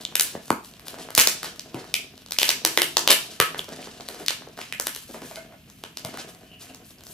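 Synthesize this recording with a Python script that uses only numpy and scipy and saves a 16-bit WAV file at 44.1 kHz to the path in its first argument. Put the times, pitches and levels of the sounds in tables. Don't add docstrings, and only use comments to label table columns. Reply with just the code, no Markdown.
import sys
import numpy as np
from scipy import signal
from scipy.fft import rfft, irfft, next_fast_len
from scipy.io import wavfile

SR = 44100
rng = np.random.default_rng(int(sys.argv[2]) if len(sys.argv) > 2 else 0)


def convert_level_to_amplitude(level_db):
    exponent = np.asarray(level_db, float) / 20
    return 10 ** exponent


def master_out(mix):
    frames = np.transpose(np.atleast_2d(mix))
    ceiling = np.clip(frames, -1, 1)
    pcm = np.round(ceiling * 32767).astype(np.int16)
    wavfile.write(sys.argv[1], SR, pcm)


N = 314725

# time in seconds, peak level in dB, ring of the sheet in Hz,
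# knock of the box in relative dB, broad crack in relative dB.
FIRST_FLAP_RELEASES = [(.0495, -17, 3560, -17, -12), (.153, -5, 3630, -21.5, 3),
                       (.195, -2, 5300, -26, -0.5), (.2075, -8, 9604, -11.5, 0), (.502, -10, 950, -8, 0),
                       (.881, -19, 4000, -12.5, 3), (1.149, -7, 5950, -25, 0), (1.164, -23, 2830, -18, -11),
                       (1.176, 0, 2750, -4.5, 6), (1.181, 1.5, 6800, -12.5, -28),
                       (1.19, -2, 2300, -66, -22), (1.196, 9, 6000, -22, -25), (1.202, -13, 2075, -40.5, 3),
                       (1.212, -3.5, 2930, -24, 6), (1.271, 3, 5280, -16, -4), (1.429, -17.5, 1310, -14, 3),
                       (1.443, -19.5, 830, -9, 3), (1.593, -17, 4540, -23, -28),
                       (1.939, -4.5, 4540, -20.5, -1.5)]
# time in seconds, peak level in dB, ring in Hz,
# knock in relative dB, crack in relative dB.
LONG_SEAM_RELEASES = [(2.307, -15, 5290, -15.5, -11.5), (2.319, -10.5, 4500, -19, 0.5),
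                      (2.385, 1.5, 5100, -18, -5), (2.415, -6.5, 3380, -11.5, -30),
                      (2.429, 2.1, 3120, -14.5, -8.5), (2.48, -11.5, 4460, -19, -14),
                      (2.489, 3.5, 4600, -16.5, -12.5), (2.502, -9.5, 2220, -44, 2),
                      (2.648, 2, 5260, -9, -3), (2.773, 3, 3100, -11.5, -4.5), (2.817, -2, 3000, -10, 1),
                      (2.968, 4, 4800, -15.5, -36.5), (3.074, 4.5, 3220, -8, -9.3),
                      (3.399, 1.3, 2100, -6.5, 1.8), (3.544, -19, 1430, 0, -24.5),
                      (3.591, -17, 3100, -7.5, -20.5)]
# time in seconds, peak level in dB, ring in Hz,
# knock in relative dB, crack in relative dB.
LAST_SPOT_RELEASES = [(4.085, -21, 634, -21, 7), (4.261, -15, 4700, -37, -7), (4.281, -1, 3860, -36, -9),
                      (4.304, -19.5, 4000, 2, -39), (4.723, -9.5, 2340, -24, -8),
                      (4.797, -7, 6200, -10.5, -30), (4.868, -11, 4600, -5, 5), (4.947, -22, 5130, -40, 2),
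                      (4.96, -22, 3160, -7.5, 3), (5.836, -19, 2930, -2.5, -12),
                      (5.97, -15.5, 4460, -13, -5), (6.047, -17, 690, -28, 6), (6.171, -21, 1230, -34, -1)]
# time in seconds, peak level in dB, ring in Hz,
# crack in relative dB.
WALL_BUMPS = [(0.122, -31.5, 740, -12), (0.351, -28, 900, -17), (0.48, -29, 700, -5),
              (0.794, -33.5, 1120, 7), (.868, -31, 746, 11), (.941, -22.5, 590, -11),
              (0.985, -27, 890, -10), (1.086, -20, 600, -24), (1.103, -20.5, 635, -3.5),
              (1.558, -36, 646, 5), (1.743, -20, 600, -6), (1.841, -26.5, 670, -6), (3.722, -30, 750, -3),
              (3.783, -39, 630, -12), (3.871, -28.5, 626, -6), (3.998, -28, 635, -14),
              (4.144, -24.5, 694, -5), (4.197, -32, 700, 3), (4.419, -28, 730, -19.5),
              (4.468, -32, 730, -15), (4.574, -25.5, 1370, -4), (4.588, -17, 610, -11),
              (4.613, -19.5, 2600, -6), (5.143, -26, 594, -2), (5.217, -20.5, 686, -9),
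              (5.31, -27, 700, -5), (5.356, -25, 3570, 2), (6.141, -24, 720, -5.5), (6.29, -33, 640, -6),
              (6.347, -35.5, 613, 3)]
# time in seconds, peak level in dB, ring in Hz.
TAPE_CRACKLES = [(.645, -31, 4000), (.67, -44, 5950), (.711, -37, 6000), (.736, -32, 3500),
                 (.766, -39.5, 4500), (2.176, -29.5, 4000), (2.218, -35, 3280), (2.26, -27, 4130),
                 (2.284, -33, 4000), (3.642, -27, 4800), (3.688, -28, 4800), (3.76, -31, 6000),
                 (4.006, -24, 4000), (5.098, -44, 7000), (5.522, -35, 1500), (5.698, -32.5, 6000),
                 (6.667, -36, 1500), (6.745, -27, 5640), (6.905, -36, 3290), (7.006, -32, 3640),
                 (7.035, -33, 5970), (7.066, -26.5, 4430)]
# frequency in Hz, width in Hz, level in dB.
BOX_MODES = [(149.7, 28, 4), (260, 33.4, 6), (362.3, 75, 3), (460, 130, -0.5), (629, 40.5, 4),
             (722, 53, 0.5), (1009, 32, -4), (1110, 1020, -13.5)]
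# frequency in Hz, width in Hz, level in dB.
SHEET_MODES = [(1400, 800, -7), (2300, 1000, -3), (3500, 1400, 0), (5200, 2000, -1), (7600, 2800, -3),
               (12000, 3500, -2)]
# time in seconds, peak level in dB,
# frequency in Hz, width in Hz.
PANEL_RINGS = [(.352, -23.5, 557, 340), (.353, -24, 188, 170), (0.5046, -14, 900, 450),
               (0.507, -28.5, 110, 59), (1.18, -31.5, 90, 56), (1.188, -24.5, 2000, 280),
               (1.745, -32.5, 130, 31), (1.942, -8.5, 2450, 750), (2.649, -37, 320, 31),
               (2.777, -31, 345, 17), (2.776, -9, 2000, 600), (2.973, -32.5, 362, 20),
               (2.969, -11, 900, 460), (3.077, -44, 340, 52), (3.402, -10, 1200, 250),
               (3.412, -21, 1150, 60), (3.413, -20, 1300, 70), (2.3868, -9, 3100, 900),
               (3.104, -17, 560, 250), (4.474, -32, 420, 200), (5.101, -34, 250, 150),
               (3.403, -21, 100, 120), (3.402, -15, 480, 300), (3.402, -13, 890, 320),
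               (.505, -12.5, 260, 123), (1.744, -22, 302, 110), (4.726, -28, 2400, 400),
               (5.371, -31, 655, 28), (5.372, -38, 1500, 80), (6.05, -30, 130, 70)]
# time in seconds, peak level in dB, frequency in Hz, width in Hz.
DRY_RINGS = [(.0512, -13, 3500, 600), (.0512, -15, 6800, 1500), (.1538, -16, 4000, 3000),
             (.155, -1, 11500, 2500), (.1585, -12, 6000, 5000), (.175, -22, 9000, 5000),
             (.1975, -8, 6500, 2500), (.2092, -6, 9000, 3000), (.4808, -24, 6000, 5000),
             (.8046, -38, 4000, 2000), (1.8916, -38, 4000, 2000), (2.1555, -38, 4000, 2000),
             (3.5925, -16, 3300, 300), (3.729, -29, 6000, 3000), (3.735, -30, 5500, 3000),
             (3.8182, -28, 9000, 5000), (3.828, -30, 2600, 600), (4.021, -33, 7000, 4000),
             (4.054, -36, 9000, 4000), (4.082, -26, 4000, 2500), (4.087, -19, 3800, 900),
             (4.269, -24, 4500, 2000), (4.4867, -33, 5000, 3000), (4.783, -34, 3500, 2000),
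             (4.809, -22, 6000, 4000), (6.337, -40, 7000, 3000), (6.3485, -36, 5500, 3000),
             (6.598, -39, 6000, 2500), (6.62, -42, 7000, 4000), (6.71, -40, 2000, 2000),
             (6.738, -40, 2000, 2000), (6.778, -42, 3000, 2500), (6.8473, -42, 5000, 1000),
             (6.8942, -38, 5000, 3000), (6.985, -39, 5000, 700), (7.0878, -32, 5000, 3000),
             (.5048, -5, 900, 600), (.5045, -7, 9000, 5000), (1.2725, -7, 5500, 3000),
             (1.5945, -21, 5500, 2000), (1.7445, -30, 2500, 700), (2.365, -28, 2200, 500),
             (2.4905, -3, 4500, 3000), (2.9692, -4, 3500, 3000), (3.0972, -9, 3000, 1500),
             (3.1215, -7, 3000, 1500), (4.3075, -10, 4000, 3500), (4.571, -31, 4000, 2500),
             (6.0495, -22, 4800, 1200), (6.098, -35, 4500, 2500)]
# start in seconds, length in seconds, level in dB.
SEAM_TEARS = [
    (1.176, 0.05, -13.5),
    (3.085, 0.069, -9.5),
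    (4.283, 0.07, -28),
]
# time in seconds, level in dB.
GRIP_LEVEL = [(0.0, -45), (0.44, -56), (0.63, -59.5), (0.91, -52), (1.11, -46.5), (2.24, -57.5),
              (2.56, -51.5), (2.98, -49.5), (3.2, -49.5), (3.45, -58), (3.61, -48), (4.37, -54),
              (5.14, -58.5), (5.26, -48), (5.62, -61), (6.19, -47.5), (6.35, -56.5), (7.13, -59)]
# start in seconds, length in seconds,
# scrape level in dB, rustle level in dB.
HAND_STROKES = [(0, 0.042, -45.5, -45), (.19, 0.2, -42.5, -52), (.4, 0.19, -51.5, -48.5),
                (.62, 0.094, -53, -46), (.84, 0.13, -48, -45), (.975, 0.09, -43, -48),
                (1.12, 0.31, -37, -43), (1.4, 0.15, -40, -68), (1.72, 0.3, -51, -80),
                (2.375, 0.21, -33.5, -30), (2.62, 0.4, -49, -42), (2.95, 0.16, -37, -41),
                (3.15, 0.31, -45.5, -49), (3.56, 0.1, -45, -42), (3.7, 0.11, -51.5, -58),
                (3.79, 0.2, -46, -58), (3.98, 0.46, -49.5, -72), (4.17, 0.12, -69, -49),
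                (4.55, 0.19, -49, -76), (4.7, 0.56, -48.5, -44), (5.07, 0.2, -53, -52),
                (5.2, 0.25, -53.5, -47), (5.65, 0.35, -74, -59), (5.97, 0.07, -46, -69),
                (6.045, 0.08, -43, -60), (6.13, 0.045, -43, -60), (6.175, 0.07, -44, -60),
                (6.22, 0.28, -67, -56.5), (6.58, 0.17, -55.5, -53), (6.82, 0.18, -66, -51.5),
                (7.0, 0.31, -77, -51.5)]
# frequency in Hz, width in Hz, level in dB.
RUBBED_CARD_MODES = [(1100, 3000, -2), (2200, 770, 2.5), (4000, 2640, -1), (6000, 470, -9.5),
                     (12300, 4600, 5)]
# start in seconds, length in seconds, level in dB.
BLANKET_SHOVES = [(.975, 0.07, -40), (1.745, 0.11, -36), (3.72, 0.03, -39), (3.682, 0.05, -37),
                  (3.785, 0.07, -37), (3.87, 0.04, -41), (3.997, 0.05, -39), (4.086, 0.096, -36.5),
                  (4.197, 0.063, -37), (4.572, 0.052, -37), (5.09, 0.046, -44.5), (5.14, 0.045, -35),
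                  (5.215, 0.042, -38), (6.135, 0.04, -35.5), (6.18, 0.04, -39), (6.69, 0.12, -48.5)]
# start in seconds, length in seconds, level in dB.
WALL_GROANS = [
    (2.65, 0.12, -40.5),
    (2.77, 0.22, -40),
    (2.96, .12, -48),
]
# start in seconds, length in seconds,
# level in dB, starting pitch in Hz, final pitch in Hz.
BLANKET_SLIDES = [
    (6.425, 0.065, -56, 3200, 2950),
    (6.48, 0.125, -50, 2950, 2720),
    (6.62, 0.05, -59, 2600, 2100),
    (6.655, 0.09, -56, 2700, 2720),
]
# start in seconds, length in seconds, level in dB.
FLAP_SQUEAKS = [
    (5.3, 0.037, -38),
    (5.35, 0.05, -38),
    (5.495, 0.071, -43.5),
    (6.03, 0.054, -34.5),
]
# frequency in Hz, width in Hz, level in dB.
FLAP_MODES = [(645, 35, 0), (1480, 80, -20), (2100, 120, -20)]
# delay in seconds, level in dB.
EARLY_ECHOES = [(.0022, -17), (.0092, -14), (0.0128, -12.5), (.0145, -21), (.023, -14)]
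# frequency in Hz, t60 in seconds, level in dB.
ROOM_TAIL = [(100, 0.12, 4), (400, 0.32, -3.5), (1200, 0.29, 4), (2150, 0.27, 9.5), (4306, 0.48, -7),
             (8450, 0.28, 3.5), (13200, 0.26, -1)]
# frequency in Hz, likeness from 0 to 1.
STEREO_LIKENESS = [(60, 1), (300, 0.91), (1000, 0.4), (3000, 0.067), (12000, 0.017)]
# frequency in Hz, density in dB per Hz.
HUSH_SPECTRUM = [(15, -32.5), (45, -1.5), (229, 4), (330, -16.5), (1000, -32.5), (2700, -12.5),
                 (4500, -30.5), (16000, -40)]
# frequency in Hz, left minus right in dB.
PORT_SHADING = [(60, -1), (300, 2), (1000, -2.5), (3000, 1.5), (8000, -0.5), (13000, 7)]


def releases():
    zip_s = 3.084 + 0.0073 * np.arange(9)
    unzip = [(s, -1 - 418 * abs(s - 3.108), 3250, -7.5, -19) for s in zip_s]
    bumps = [(s, db, hz, -9, crack_db) for s, db, hz, crack_db in WALL_BUMPS]
    crackles = [(s, db, hz, -9, -7) for s, db, hz in TAPE_CRACKLES]
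    return FIRST_FLAP_RELEASES + LONG_SEAM_RELEASES + LAST_SPOT_RELEASES + unzip + bumps + crackles


def snaps():
    burst_s, tick_decay_s = 0.0016, 0.0025
    out = np.zeros((2, N + 1026))
    t = np.arange(1024) / SR
    envelope = np.exp(-(t / burst_s) ** 2)
    fade = np.hanning(2048)[1024:]
    rows = releases()
    right_lags = rng.choice([0, 1, 1, 2], len(rows))
    noises = rng.standard_normal((len(rows), 2, 1024))
    for (s, peak_db, hz, knock_db, crack_db), noise, lag in zip(rows, noises, right_lags):
        burst, other = even_burst(noise, envelope)
        ring = min(hz / 3500, 1) ** 0.4 * peak_one(resonance(burst, hz, 0.5 * hz))
        crack = convert_level_to_amplitude(min(crack_db, 3)) * peak_one(body(other, SHEET_MODES))
        bright = peak_one(cut(burst, 8000, "high") * np.exp(-t / tick_decay_s))
        tick = convert_level_to_amplitude(-13 + 18 * np.log2(hz / 3500)) * bright
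        thump = cut(burst, [280, 1500], "band") + 0.5 * body(other, BOX_MODES[2:])
        knock = convert_level_to_amplitude(knock_db) * peak_one(thump)
        snap = convert_level_to_amplitude(peak_db - 1.5) * blend(ring, crack, tick, knock) * fade
        at = round((s + 0.0015) * SR)
        out[0, at + 1:at + 1025] += snap
        out[1, at + lag:at + lag + 1024] += snap
    return out[:, :N]


def even_burst(noise, envelope):
    burst = noise * envelope
    for _ in range(3):
        lines = rfft(burst)
        flat = irfft(lines / (np.abs(lines) + 1e-9), noise.shape[-1])
        burst = flat * envelope ** 0.15
    return burst


def blend(*layers):
    lines = rfft(np.array(layers), 2048)
    whole = lines.sum(axis=0)
    power = np.sqrt(np.sum(np.abs(lines) ** 2, axis=0))
    return irfft(whole * (power / (np.abs(whole) + 1e-12)) ** 0.6)[:1024]


def rings(rows):
    out = np.zeros(N + 4096)
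    push = np.eye(1, 4096)[0]
    for s, peak_db, hz, width_hz in rows:
        at = round(s * SR)
        ring = resonance(resonance(push, hz, width_hz), hz, 3 * width_hz)
        out[at:at + 4096] += convert_level_to_amplitude(peak_db) * peak_one(ring)
    return out[:N]


def tears():
    clicks = grains(820, spread_db=2.5, clump_db=4.5)
    ripping = body(clicks, SHEET_MODES) + 0.11 * body(clicks, BOX_MODES)
    return swells(SEAM_TEARS, 0.32) * rms_one(ripping)


def hands():
    grip_s, grip_db = np.transpose(GRIP_LEVEL)
    grip = convert_level_to_amplitude(np.interp(np.arange(N) / SR, grip_s, grip_db) + 1)
    bumps = grains(350, spread_db=4.0, clump_db=7.0)
    rumble = grip * rms_one(body(bumps, BOX_MODES))
    groan = swells(WALL_GROANS, 0.24) * rms_one(resonance(bumps, 345, 51))
    drag = grains(1500, spread_db=2.5, clump_db=3.0)
    shaken = body(drag, BOX_MODES[1:]) + 0.22 * cut(drag, [300, 950], "band")
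    shoving = swells(BLANKET_SHOVES, 0.065) * rms_one(shaken)
    grit = grains(5000, spread_db=3.5, clump_db=7.0)
    scrape_gain = swells(HAND_STROKES, 0.26) + convert_level_to_amplitude(-6) * grip
    scrape = scrape_gain * rms_one(body(grit, RUBBED_CARD_MODES[:3]))
    crackly = cut(body(grit, RUBBED_CARD_MODES[3:]), 2000, "high")
    rustle = swells(HAND_STROKES, 0.26, axis=3) * rms_one(crackly)
    return rumble + shoving + groan + scrape + rustle + slides(grit)


def slides(grit):
    out = np.zeros(N)
    for s, length_s, level_db, from_hz, to_hz in BLANKET_SLIDES:
        at, size = round(s * SR), round(length_s * SR)
        band = rms_one(cut(grit[at - 2048:at + size], 160, "low")[2048:])
        phase = 2 * np.pi * np.cumsum(np.linspace(from_hz, to_hz, size)) / SR
        tone = np.sqrt(2) * np.sin(phase)
        gain = swells([(s, length_s, level_db)], 0.4)[at:at + size]
        out[at:at + size] += gain * band * tone
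    return out


def squeak():
    slips = grains(600, spread_db=2.5, clump_db=2.0)
    return swells(FLAP_SQUEAKS, 0.5) * rms_one(body(slips, FLAP_MODES))


def ports(x):
    right_lag_s = 0.00003
    size = next_fast_len(N)
    hz = np.maximum(np.arange(size // 2 + 1) * SR / size, 1)
    half = convert_level_to_amplitude(at_hz(PORT_SHADING, hz) / 2) * np.exp(1j * np.pi * hz * right_lag_s)
    return irfft(rfft(x, size) * np.array([half, 1 / half]), size)[:, :N]


def bedroom(x):
    onset_s, build_s, tail_db = 0.0065, 0.0031, -5.5
    t = np.arange(SR // 2) / SR
    build = 1 - np.exp(-np.maximum(t - onset_s, 0) / build_s)
    tail = diffuse(len(t), lambda hz: convert_level_to_amplitude(at_hz(ROOM_TAIL, hz, axis=2) - 60 * t / at_hz(ROOM_TAIL, hz)))
    reply = convert_level_to_amplitude(tail_db) * rms_one(tail * build) / np.sqrt(len(t))
    skews_s = rng.uniform(-0.00018, 0.00029, len(EARLY_ECHOES))
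    for (delay_s, echo_db), skew_s in zip(EARLY_ECHOES, skews_s):
        reply[0, round((delay_s + skew_s) * SR)] += convert_level_to_amplitude(echo_db)
        reply[1, round((delay_s - skew_s) * SR)] += convert_level_to_amplitude(echo_db)
    return signal.fftconvolve(x[None], reply, axes=1)[:, :N]


def room_hush():
    return convert_level_to_amplitude(-54) * rms_one(diffuse(N, lambda hz: convert_level_to_amplitude(at_hz(HUSH_SPECTRUM, hz))))


def diffuse(size, shape):
    out = 0
    edges_hz = 25 * 2 ** np.arange(0, 9.6, 0.5)
    white = rng.standard_normal((2, 2, size))
    for k, (low, high) in enumerate(zip(edges_hz, edges_hz[1:])):
        mid, side = cut(white[k % 2], [low, high], "band")
        hz = np.sqrt(low * high)
        alike = np.clip(at_hz(STEREO_LIKENESS, hz), 0, 1)
        stereo = np.sqrt(1 + alike) * mid + np.sqrt(1 - alike) * side * [[1], [-1]]
        out = out + shape(hz) * stereo
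    return out


def grains(per_s, spread_db, clump_db):
    sizes = convert_level_to_amplitude(spread_db * np.minimum(rng.exponential(1, N), 5)) * rng.choice([-1, 1], N)
    chance = per_s * convert_level_to_amplitude(clump_db * drift(18)) / SR
    return sizes * (rng.random(N) < chance)


def drift(rate_hz):
    r = np.exp(-2 * np.pi * rate_hz / SR)
    noise = rng.standard_normal(N + SR)
    return rms_one(signal.lfilter([1], [1, -2 * r, r * r], noise)[SR:])


def swells(rows, rise, axis=2):
    out = np.zeros(N)
    for row in rows:
        start_s, length_s = row[:2]
        at = np.arange(max(int(start_s * SR), 0), min(int((start_s + length_s) * SR) + 1, N))
        part = (at / SR - start_s) / length_s
        ramp = np.minimum(part / rise, (1 - part) / (1 - rise))
        out[at] += convert_level_to_amplitude(row[axis]) * np.clip(ramp, 0, 1) ** 1.44
    return out


def body(x, modes):
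    out = 0
    for k, (hz, width_hz, db) in enumerate(modes):
        out = out + (-1) ** k * convert_level_to_amplitude(db) * resonance(x + 1e-18, hz, width_hz)
    return out


def resonance(x, hz, width_hz):
    r = np.exp(-np.pi * width_hz / SR)
    zeros = np.array([1, 0, -1]) * (1 - r * r) / 2
    return signal.lfilter(zeros, [1, -2 * r * np.cos(2 * np.pi * hz / SR), r * r], x)


def cut(x, hz, kind):
    return signal.sosfilt(signal.butter(2, hz, kind, fs=SR, output="sos"), x)


def at_hz(points, hz, axis=1):
    points = np.array(points)
    return np.interp(np.log(hz), np.log(points[:, 0]), points[:, axis])


def rms_one(x):
    return x / np.sqrt(np.mean(x ** 2) + 1e-20)


def peak_one(x):
    return x / np.max(np.abs(x))


def scene():
    box = snaps() + rings(PANEL_RINGS) + tears() + squeak() + hands()
    dry_rings = rings(DRY_RINGS)
    into_room = box[0] + convert_level_to_amplitude(-9) * dry_rings
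    return ports(box + dry_rings) + bedroom(into_room) + room_hush()


def low_pass(x):
    return signal.sosfilt(signal.butter(12, 16420, fs=SR, output="sos"), x)


def record(dry):
    hiss = convert_level_to_amplitude(-56) * resonance(rng.standard_normal(dry.shape), 12300, 2700)
    heard = np.clip(dry + hiss, -1, 1)
    steep = signal.cheby2(10, 50, 16300, fs=SR, output="sos")
    mix = np.clip(signal.sosfilt(steep, heard), -1, 1)
    return low_pass(mix)


dry = scene()
out = record(dry)
master_out(out)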